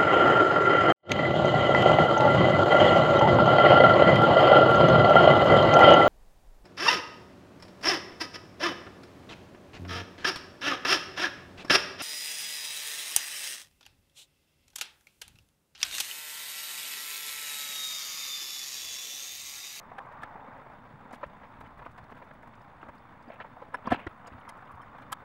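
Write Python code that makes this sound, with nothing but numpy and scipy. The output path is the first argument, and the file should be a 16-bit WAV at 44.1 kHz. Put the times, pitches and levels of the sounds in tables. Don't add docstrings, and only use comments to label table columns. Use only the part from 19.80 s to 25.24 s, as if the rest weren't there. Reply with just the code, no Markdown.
import sys
import numpy as np
from scipy import signal
from scipy.fft import rfft, irfft
from scipy.io import wavfile
from scipy.ndimage import uniform_filter1d

SR = 44100
rng = np.random.default_rng(int(sys.argv[2]) if len(sys.argv) > 2 else 0)


def ratio(d):
    e = np.asarray(d, float) / 20
    return 10 ** e


def bounce(signal):
    frames = np.transpose(np.atleast_2d(signal))
    limited = np.clip(frames, -1, 1)
    pcm = np.round(limited * 32767).astype(np.int16)
    wavfile.write(sys.argv[1], SR, pcm)


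N = 240073
SLICE = 752

# start [s], level [dB], strongest ring [Hz],
# hardness as edge under level [dB], length [ms].
FIRM_KNOCKS = [(0.116, -34.5, 754, -48, 6), (0.183, -30.5, 783, -26, 9.4), (0.433, -32.5, 1290, -24, 9.2),
               (0.556, -35, 896, -50, 10.7), (1.332, -34.5, 993, -28, 16.3),
               (1.431, -28.5, 1008, -32.5, 12.4), (1.809, -36, 1063, -27.5, 9.2),
               (2.059, -35.5, 694, -33, 13), (2.322, -36, 936, -33, 8), (2.511, -38.5, 954, -36, 5.7),
               (3.5, -36.5, 665.4, -45, 6.34), (3.602, -33, 1750, -24, 8.9), (3.819, -39.5, 845, -34, 15.3),
               (3.943, -28.5, 803, -30, 11.3), (4.056, -36, 946, -37, 16), (4.073, -25, 1034, -45, 10.3),
               (4.107, -24, 610, -25.5, 20.5), (4.12, -15.5, 725, -28, 12.1), (4.143, -31, 924, -20, 8.8),
               (4.156, -46, 830, -11, 10), (4.269, -29, 1423, -26, 7.6), (5.184, -40, 960, -23, 7.3),
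               (5.322, -32, 1100, -15.5, 13.7), (5.327, -39, 1036, -24, 8.12)]
# start [s], level [dB], strongest ring [Hz], hardness [dB].
FINGER_TAPS = [(0.315, -40, 970, -35), (0.368, -45, 990, -27), (0.598, -42, 1140, -37),
               (0.786, -42.5, 840, -35), (1.057, -50, 920, -25), (1.251, -44, 993, -41),
               (1.309, -41, 752, -28), (1.414, -44, 1030, -26), (1.633, -42.5, 520, -26),
               (1.848, -43.5, 943, -29), (1.992, -39, 740, -32), (2.019, -38, 982, -34),
               (2.18, -39.5, 1049, -26), (2.369, -43, 834, -29), (2.419, -38, 970, -36),
               (2.631, -47, 934, -41), (2.735, -47, 738, -22), (3.03, -40, 988, -30),
               (3.087, -36.5, 952, -36), (3.486, -44, 762, -44), (3.519, -57, 2400, -24),
               (3.643, -40, 920, -38), (3.768, -40.5, 735, -50), (3.926, -41.5, 990, -33),
               (4.474, -37, 700, -33), (4.525, -47, 1090, -24), (4.69, -39.5, 900, -23.5),
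               (5.152, -42, 1010, -32), (5.221, -40.5, 810, -25.5), (5.419, -42, 854, -43)]
# start [s], level [dB], frequency [Hz], length [ms].
WALL_RINGS = [(0.181, -34.5, 786, 15), (0.181, -39, 1606, 14), (0.182, -48, 1280, 12), (0.43, -37, 847, 11),
              (0.431, -33, 1298, 12), (0.431, -35, 1726, 12.4), (1.309, -39, 755, 15),
              (1.427, -34.5, 559, 24), (1.428, -36.5, 1223, 15), (1.431, -35, 996, 13),
              (1.43, -39.5, 1804, 17.5), (3.818, -41.5, 1000, 15), (3.818, -40.5, 496, 16.4),
              (3.939, -27, 995, 17.6), (5.321, -31, 1282, 19), (5.32, -43, 693, 16), (5.32, -38, 820, 15),
              (5.323, -39, 1654, 20), (0.555, -36.5, 760, 9.1), (3.601, -41, 960, 14),
              (3.601, -38.5, 706, 9), (4.071, -28.5, 1098, 13), (4.116, -20.5, 710, 15.6),
              (4.143, -28, 860, 9.3)]
# frequency [Hz], width [Hz], level [dB].
CASE_MODES = [(543, 172, -1.5), (697, 38, 1), (960, 410, -4), (1315, 95, -1), (1650, 370, -7),
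              (2040, 370, -18.5), (2210, 980, -17.5)]
# start [s], level [dB], tilt [dB per octave], length [ms].
METAL_TICKS = [(0.182, -48.5, -8, 14), (0.419, -52, 0, 18), (0.434, -36, -14, 4.9), (1.326, -43.5, -9, 31),
               (1.345, -47.5, -10, 17), (1.8045, -49, -3, 17), (2.176, -52.5, -11, 21), (2.24, -49, -23, 8),
               (2.7521, -53, -13, 9.9), (3.4241, -53, -16, 15), (3.942, -47, -9, 16), (4.068, -49, -9, 14),
               (4.1044, -44, -8, 8), (4.118, -37.5, -9, 20), (4.144, -44, -4, 8), (4.2666, -43.5, -16, 7.6),
               (4.469, -42, -13, 15), (4.6902, -33.5, -11, 10.7), (4.9137, -52, -1.5, 14),
               (5.015, -54, -9, 15), (5.218, -53, -5, 11), (5.3207, -23.5, 0, 7), (5.327, -18.5, -2, 4.7)]
# start [s], level [dB].
SCREW_CLICKS = [(0.321, -57), (0.7726, -61), (1.4326, -60), (1.4626, -57), (1.8582, -59), (1.9794, -57),
                (2.0544, -57), (2.1126, -56), (2.3062, -57), (2.37, -59), (2.4404, -59), (2.5336, -63),
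                (2.6244, -58), (2.6703, -57), (2.815, -60.5), (3.0194, -60), (3.0844, -57), (3.1494, -58),
                (3.1802, -61), (3.4845, -61), (3.5344, -58), (4.5999, -59), (4.7711, -56), (4.807, -63),
                (4.8494, -59), (4.9501, -57), (5.18, -57)]
# frequency [Hz], width [Hz], level [dB].
STEEL_MODES = [(4950, 57, -17.5), (7420, 110, -21), (8480, 160, -17), (9180, 120, -13), (10300, 140, -20),
               (11700, 240, -20), (13200, 250, -21)]
# start [s], level [dB], frequency [Hz], length [ms].
STEEL_RINGS = [(0.424, -76, 5400, 12), (0.425, -74, 9650, 14), (1.853, -64, 3000, 28),
               (3.178, -69, 4800, 8), (3.18, -79, 5300, 20), (3.482, -63, 4800, 8),
               (3.601, -38.5, 1810, 6.1), (3.941, -64, 9700, 16), (3.942, -65, 10700, 16),
               (3.939, -58, 5262, 25), (3.942, -26.5, 1698, 14), (4.068, -59, 4700, 19),
               (4.068, -62, 5430, 12), (4.068, -68, 8550, 10), (4.265, -38, 1938, 14),
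               (4.467, -58.5, 6800, 19), (4.468, -61, 5130, 13), (4.469, -68, 8120, 16),
               (4.68, -66, 5410, 19), (4.686, -55.5, 3210, 15), (4.687, -48, 2045, 20),
               (4.689, -55, 9350, 11), (4.689, -60, 10700, 12), (4.912, -77, 10300, 16),
               (5.01, -72, 5300, 32), (5.011, -60.5, 3120, 16), (5.012, -77, 9400, 24),
               (5.326, -44.5, 10200, 10), (5.3252, -41, 8000, 4.6), (5.3265, -34, 3200, 6.5)]
# start [s], level [dB], ring [Hz], deep push under 130 Hz [dB], length [ms].
DESK_THUDS = [(0.389, -49, 154, -54, 24), (0.55, -48, 206, -54, 17), (0.682, -42.5, 231.5, -66, 14),
              (1.139, -41.5, 145, -52, 20), (1.254, -45, 225, -67, 11), (1.332, -42.5, 238, -54, 16),
              (1.432, -45.5, 288, -66, 15), (1.462, -49, 149, -46.5, 15), (2.06, -46, 305.6, -60, 18),
              (2.319, -46.5, 233, -54, 9.8), (3.03, -47.5, 294, -62, 14), (3.087, -45, 266, -51, 11),
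              (3.479, -45, 250, -66, 36), (3.944, -45, 275, -60, 30), (4.052, -40.5, 242, -65, 30),
              (4.073, -28.5, 227, -59, 15), (4.106, -34, 240, -37, 46), (4.121, -17.5, 250, -29.5, 13),
              (4.145, -34, 304, -64, 4.6), (4.171, -42, 244, -76, 22), (4.267, -31.5, 334, -35, 11.4),
              (4.519, -41, 238, -43.5, 8.5), (4.544, -46.5, 246, -48, 39), (4.934, -53, 257, -44.5, 24)]
# start [s], length [s],
# moment of most pressure [0-1], body [dB], grit over body [dB].
DRAG_STROKES = [
    (3.462, 0.051, 0.9, -55, -25),
    (3.509, 0.13, 0, -45, -22),
    (3.608, 0.029, 0.03, -39.5, -9.5),
    (4.04, 0.047, 0.8, -47.5, -17),
    (4.082, 0.03, 0.35, -46, -6),
    (4.129, 0.046, 0.12, -37, -3),
    (4.166, 0.17, 0.18, -47.5, -10),
]
# start [s], level [dB], centre [Hz], width [Hz], length [ms].
SLIPS = [(0.197, -42.5, 990, 400, 26), (0.235, -46, 990, 400, 9.9), (0.416, -59, 3000, 1500, 18),
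         (0.441, -65, 2800, 1200, 22), (1.057, -50, 1100, 600, 8.8), (1.308, -73, 6460, 3000, 11),
         (1.355, -61, 2980, 1200, 9), (1.445, -60, 2800, 1200, 14), (1.863, -53, 1900, 1200, 6.7),
         (2.049, -56, 2450, 1200, 14), (2.063, -39, 1200, 900, 8.5), (2.325, -56, 1800, 900, 6.9),
         (2.511, -49, 1490, 1500, 7.5), (2.631, -51.5, 1780, 700, 7), (3.014, -60.5, 2830, 1400, 16),
         (3.029, -40, 1340, 1000, 5.9), (3.179, -70, 4200, 1500, 8), (3.519, -48, 2190, 1800, 4.5),
         (3.533, -61, 2400, 1800, 4.7), (3.557, -59, 2500, 1600, 6.9), (3.602, -46, 800, 400, 11),
         (3.612, -74, 4470, 1500, 10), (3.768, -47, 800, 500, 5.4), (3.9433, -30.5, 1680, 1010, 6.2),
         (3.953, -39.5, 1500, 1200, 7.7), (3.94, -62, 9300, 900, 17), (4.068, -57, 4970, 1500, 7.8),
         (4.11, -57, 8000, 8000, 6), (4.123, -26, 1600, 900, 6.9), (4.135, -51, 3800, 2500, 11),
         (4.1445, -33, 1400, 700, 6.2), (4.158, -47, 2600, 1200, 5.4), (4.188, -56, 2200, 1600, 9.5),
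         (4.2, -48, 2200, 1600, 7.9), (4.216, -57, 2200, 1600, 7), (4.232, -56, 2500, 1300, 9.8),
         (4.597, -78, 10000, 3000, 10), (4.872, -62.5, 2770, 1200, 9.1), (5.184, -41, 970, 500, 7.3),
         (5.327, -30, 1130, 400, 5.5)]
# start [s], level [dB], centre [Hz], width [Hz], length [ms].
FAINT_GRAZES = [(0.257, -81, 8000, 7000, 10), (0.32, -53, 1700, 700, 9.1), (0.372, -55, 1690, 700, 18),
                (0.458, -76, 4500, 1500, 8), (0.555, -43, 820, 300, 12), (0.775, -88, 7900, 7000, 8),
                (1.311, -51, 800, 400, 7.7), (1.407, -84, 11500, 2500, 6), (1.57, -83, 8000, 7000, 9.2),
                (1.68, -83, 8000, 7000, 10), (2.02, -46, 1300, 1100, 9.3), (2.16, -87, 8000, 7000, 8),
                (2.35, -79, 8000, 7000, 8), (2.535, -80, 10000, 7000, 8), (2.735, -50, 1400, 1000, 4.5),
                (2.795, -84, 8000, 7000, 8), (2.815, -72, 5000, 2000, 7), (3.5, -50, 2000, 1500, 7.5),
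                (3.618, -48, 1800, 1800, 9.8), (3.643, -46, 1100, 1200, 6.5), (3.968, -58, 2600, 1200, 6.3),
                (4.054, -55.5, 3420, 700, 11), (4.183, -79, 9000, 7000, 30), (4.268, -55, 1500, 1400, 7.4),
                (4.29, -79, 11000, 3000, 12), (4.374, -81, 9000, 6000, 9), (4.458, -58, 2800, 1200, 8.9),
                (4.502, -60, 1800, 700, 8.5), (4.52, -57, 2400, 1500, 8), (4.61, -62, 2800, 1200, 8),
                (4.628, -55, 1900, 900, 8), (4.646, -53.5, 1900, 900, 14), (4.668, -44.5, 1100, 600, 15),
                (4.88, -46, 1140, 400, 38), (4.991, -45.5, 1100, 400, 21), (5.03, -52, 1800, 900, 12),
                (5.206, -78, 6000, 6000, 8), (5.255, -65, 2000, 2000, 7), (5.315, -60, 3000, 3000, 6),
                (5.332, -48, 9500, 7000, 3.5)]
# start [s], level [dB], centre [Hz], width [Hz], length [ms].
LOOSE_RATTLES = [
    (3.086, -45.5, 1300, 1410, 6.1),
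    (3.499, -39.5, 680, 120, 8.1),
    (4.069, -63, 5400, 1200, 14),
    (4.469, -61, 4930, 900, 15),
    (4.68, -76, 10500, 5000, 9),
    (5.326, -46, 4550, 1800, 8.8),
]
# frequency [Hz], density [dB per Hz].
ROOM_SPECTRUM = [(25, -7.5), (70, -6), (255, -5), (350, -14), (560, -11.5), (680, -11.5), (960, -8),
                 (2280, -19), (2540, -22.5), (3610, -28.5), (5560, -40.5), (9000, -46.5), (13000, -49.5),
                 (15800, -53)]
# frequency [Hz], width [Hz], height [dB].
ROOM_HUMPS = [(126.6, 20, 13.5), (242, 102, 5), (3570, 120, 8.5), (4720, 65, 4.5)]
# time [s], frequency [Hz].
ROAR_CENTRE = [(0, 800), (0.2, 950), (0.4, 1140), (0.55, 760), (2.5, 895), (4.2, 950), (4.5, 1330),
               (4.95, 1200), (5.44, 1120)]
# time [s], level over its usual value [dB].
TRAFFIC_SWELL = [(0.0, 2.5), (0.18, 3), (0.35, 6), (0.86, 3.5), (1.03, 1.5), (1.32, 1), (1.51, 0.8),
                 (2.05, 0.5), (2.36, 0), (3.01, 1), (3.56, -0.2), (3.89, 0.1), (4.12, 3.5), (4.26, 1.5),
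                 (4.76, 4), (5.06, 3), (5.44, 3)]


def evened(x):
    return x / np.sqrt(np.mean(x ** 2) + 1e-20)


def add(mix, s, sound):
    part = mix[max(round(s * SR), 0):][:len(sound)]
    part += sound[:len(part)]


def hump(hz, centre_hz, width_hz):
    return 1 / np.sqrt(1 + (2 * (hz - centre_hz) / width_hz) ** 2)


def low_pass(hz, corner_hz, order):
    return 1 / (1 + (hz / corner_hz) ** order)


def high_pass(hz, corner_hz, order):
    return 1 / (1 + (corner_hz / (hz + 1)) ** order)


def burst(colour, db, rise_ms, length_ms, fall_db):
    noise = irfft(colour * np.exp(2j * np.pi * rng.random(len(colour))))
    ms = np.arange(len(noise)) * 1000 / SR
    rise, length = np.clip(rise_ms, .3, 20), np.clip(length_ms, 4, 40)
    fade_in = np.sin(np.pi / 2 * np.clip(ms / rise, 0, 1)) ** 2
    decay = ratio(-fall_db * np.clip(ms - rise, 0, None) / length)
    fade_out = np.cos(np.pi / 2 * np.clip((ms - rise - 0.13 * length) / (1.2 * length), 0, 1)) ** 1.6
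    shape = fade_in * decay * fade_out
    lumps = evened(np.convolve(rng.standard_normal(len(noise)), np.hanning(160), "same"))
    sound = noise * shape * ratio(1.5 * lumps)
    return ratio(db) * sound * np.sqrt(np.sum(shape ** 2) / np.sum(sound ** 2))


def rings(table):
    twin_share, twin_apart = 0.1, 0.04
    out = np.zeros(N)
    for s, db, ring_hz, length in table:
        t = np.arange(round(length * SR / 1000)) / SR
        fade = np.sin(np.pi * (t / t[-1]) ** 0.84) ** 1.97
        turns = ring_hz * t + rng.random()
        mode = np.sin(2 * np.pi * turns)
        twin = np.sin(2 * np.pi * (turns + twin_apart * ring_hz * t))
        add(out, s, ratio(db) * fade * (mode + twin_share * twin))
    return out


def case_colour(hz):
    return np.sqrt(sum((ratio(db) * hump(hz, f, w) ** 2) ** 2 for f, w, db in CASE_MODES))


def knocks():
    usual_hard_db, tap_ms, clear_hz = -30, 13, 14
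    depth_per_soft, dull_per_soft, ring_per_soft = 0.27, 0.39, 0.22
    out, hz = np.zeros(N), np.fft.rfftfreq(4096, 1 / SR)
    body, edge = case_colour(hz), hump(hz, 3140, 2400) ** 3
    for s, db, ring_hz, hard_db, length in FIRM_KNOCKS + [(*row, tap_ms) for row in FINGER_TAPS]:
        soft = usual_hard_db - hard_db
        depth_db = depth_per_soft * soft * low_pass(hz, 720, 8)
        dull_db = dull_per_soft * soft * high_pass(hz, 1300, 6)
        rise = .7 * length
        sound = burst(hump(hz, ring_hz, clear_hz) ** 2, db - 14 + ring_per_soft * soft, rise, length, 6.7)
        sound += burst(body * ratio(depth_db - dull_db), db - 8.5, rise, length, 1.7)
        sound += burst(edge, db + hard_db, rise, length, 0.89)
        add(out, s - .58 * rise / 1000, sound)
    return out + rings(WALL_RINGS)


def ticks():
    click_tilt_db, click_ms = -7.5, 18
    tick_sizzle_db, click_sizzle_db = -1, 3
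    out, hz = np.zeros(N), np.fft.rfftfreq(4096, 1 / SR)
    clear = [(*row, tick_sizzle_db) for row in METAL_TICKS]
    faint = [(*row, click_tilt_db, click_ms, click_sizzle_db) for row in SCREW_CLICKS]
    for s, db, tilt_db, length, sizzle_db in clear + faint:
        rise = 0.29 * length
        fizz = ratio(tilt_db * np.log2((hz + 1) / 8000)) * high_pass(hz, 4300, 8)
        fizz *= np.where(hz > 13000, ratio(sizzle_db - 0.14 * (db + 43)), 1)
        steel = sum(ratio(level + 3.5 * rng.standard_normal()) * hump(hz, f, w) ** 2
                    for f, w, level in STEEL_MODES)
        add(out, s - 0.42 * rise / 1000, burst(fizz * (1 + 10.0 * steel), db - 19.0, rise, length, 7.2))
    return out + rings(STEEL_RINGS)


def thuds():
    rise = 7.83
    out, hz = np.zeros(N), np.fft.rfftfreq(4096, 1 / SR)
    push_colour = hump(hz, 90.5, 40) ** 2 * high_pass(hz, 60, 6)
    for s, db, ring_hz, deep_db, length in DESK_THUDS:
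        boom = burst(hump(hz, ring_hz, 30) ** 2, db - 2.5, rise, length, 18.0)
        push = burst(push_colour, deep_db - 2.0, 1.48 * rise, length, 7.0)
        add(out, s - rise / 2000, boom + push)
    return out


def drags():
    start_db, end_db, grit_swing = -1.5, -18.5, 1.07
    count, slips_per_s = 8192, 3500
    out, hz = np.zeros(N), np.fft.rfftfreq(count, 1 / SR)
    grit_colour = hump(hz, 2650, 1500) ** 3 * low_pass(hz, 3500, 4)
    for s, length, top, body_db, grit_db in DRAG_STROKES:
        share = np.linspace(0, 1, round(length * SR))
        press_db = np.interp(share, [0, np.clip(top, .02, .98), 1], [start_db, 0, end_db])
        force = ratio(3.3 * np.minimum(rng.exponential(1, count), 4)) * rng.choice([-1, 1], count)
        slips = rfft(force * (rng.random(count) < slips_per_s / SR))
        grit = evened(irfft(slips * grit_colour))[:len(share)]
        body = evened(irfft(slips * case_colour(hz)))[:len(share)]
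        sound = grit * ratio(grit_db + grit_swing * press_db) + body * ratio(press_db - 3.0)
        add(out, s, ratio(body_db) * sound * signal.windows.tukey(len(share), .25))
    return out


def snaps():
    out, hz = np.zeros(N), np.fft.rfftfreq(4096, 1 / SR)
    for table, rise in [(SLIPS, 0.12), (FAINT_GRAZES, 0.46), (LOOSE_RATTLES, 0.12)]:
        for s, db, centre_hz, width_hz, length in table:
            add(out, s, burst(hump(hz, centre_hz, width_hz) ** 3, db, rise * length, length, 7.5))
    return out


def room_level(hz, t, flicker):
    f, level_db = np.transpose(ROOM_SPECTRUM)
    db = np.interp(np.log(hz + 1), np.log(f + 1), level_db)
    db = db + sum(height * hump(hz, c, w) ** 2 for c, w, height in ROOM_HUMPS)
    swell = np.interp(t, *np.transpose(TRAFFIC_SWELL))
    rustle, hum, scrape = 2 + swell, -2.5 + 0.041 * swell, -5.5 + 0.16 * swell
    low, high, top = low_pass(hz, 400, 6), high_pass(hz, 2500, 6), low_pass(hz, 6000, 4)
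    db = db + low * hum + (1 - low) * (1 - high) * rustle + high * top * scrape
    roar_hz = np.interp(t, *np.transpose(ROAR_CENTRE))
    db = db + (2.0 + 0.54 * swell) * hump(hz, roar_hz, 510) ** 2
    db = db + 15.5 * hump(t, 2.02, 0.29) * hump(hz, 53, 25) ** 2
    return db + (.5 + .7 * top) * flicker[:, :1] + .5 * high * top * flicker[:, 1:]


def whine(flicker):
    whine_hz, whine_db, flicker_db = 15703, -84, 2.5
    turns = whine_hz * np.arange(2 * SLICE) / SR + rng.random((len(flicker), 1))
    return ratio(whine_db + flicker_db * flicker[:, 1:]) * np.sin(2 * np.pi * turns)


def air():
    frames, hz = N // SLICE + 3, np.fft.rfftfreq(2 * SLICE, 1 / SR)
    t = np.arange(frames)[:, None] * SLICE / SR
    flicker = np.clip(rng.standard_normal((frames, 2)), -2, 2)
    a, b, patches = rng.standard_normal((3, frames, len(hz)))
    db = room_level(hz, t, flicker) + 1.3 * evened(uniform_filter1d(patches, size=15, axis=1))
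    slices = evened(irfft((a + 1j * b) * ratio(db), axis=1)) * ratio(-49.5)
    fade = np.sin(np.pi * np.arange(2 * SLICE) / (2 * SLICE)) ** 1.9
    slices = (slices + whine(flicker)) * fade
    return (slices[1:, :SLICE] + slices[:-1, SLICE:]).ravel()[:N]


def scene():
    return (knocks() + ticks() + thuds() + drags() + snaps() + air())[None]


def roll_off(x):
    return signal.sosfilt(signal.butter(12, 16110, fs=SR, output="sos"), x)


def record(dry):
    gap_low_hz, gap_high_hz, edge_hz = 12850, 15000, 15860
    hz, t, z = signal.stft(dry, SR, nperseg=1024)
    gap = (hz > gap_low_hz) & (hz < gap_high_hz)
    below = (hz > 9000) & (hz < gap_low_hz)
    power = uniform_filter1d((abs(z[:, below]) ** 2).mean(1), size=3)
    over_db = 10 * np.log10(power / np.median(power))
    open_hz = gap_low_hz + 700 * np.ceil(np.clip((over_db - 1.6) / 2.5, 0, 4))
    z[:, gap] *= hz[gap, None] < open_hz[:, None]
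    z[:, hz > edge_hz] = 0
    gated = signal.istft(z, SR, nperseg=1024)[1][:, :N]
    return roll_off(gated + .0006)


dry = scene()
out = record(dry)
bounce(out)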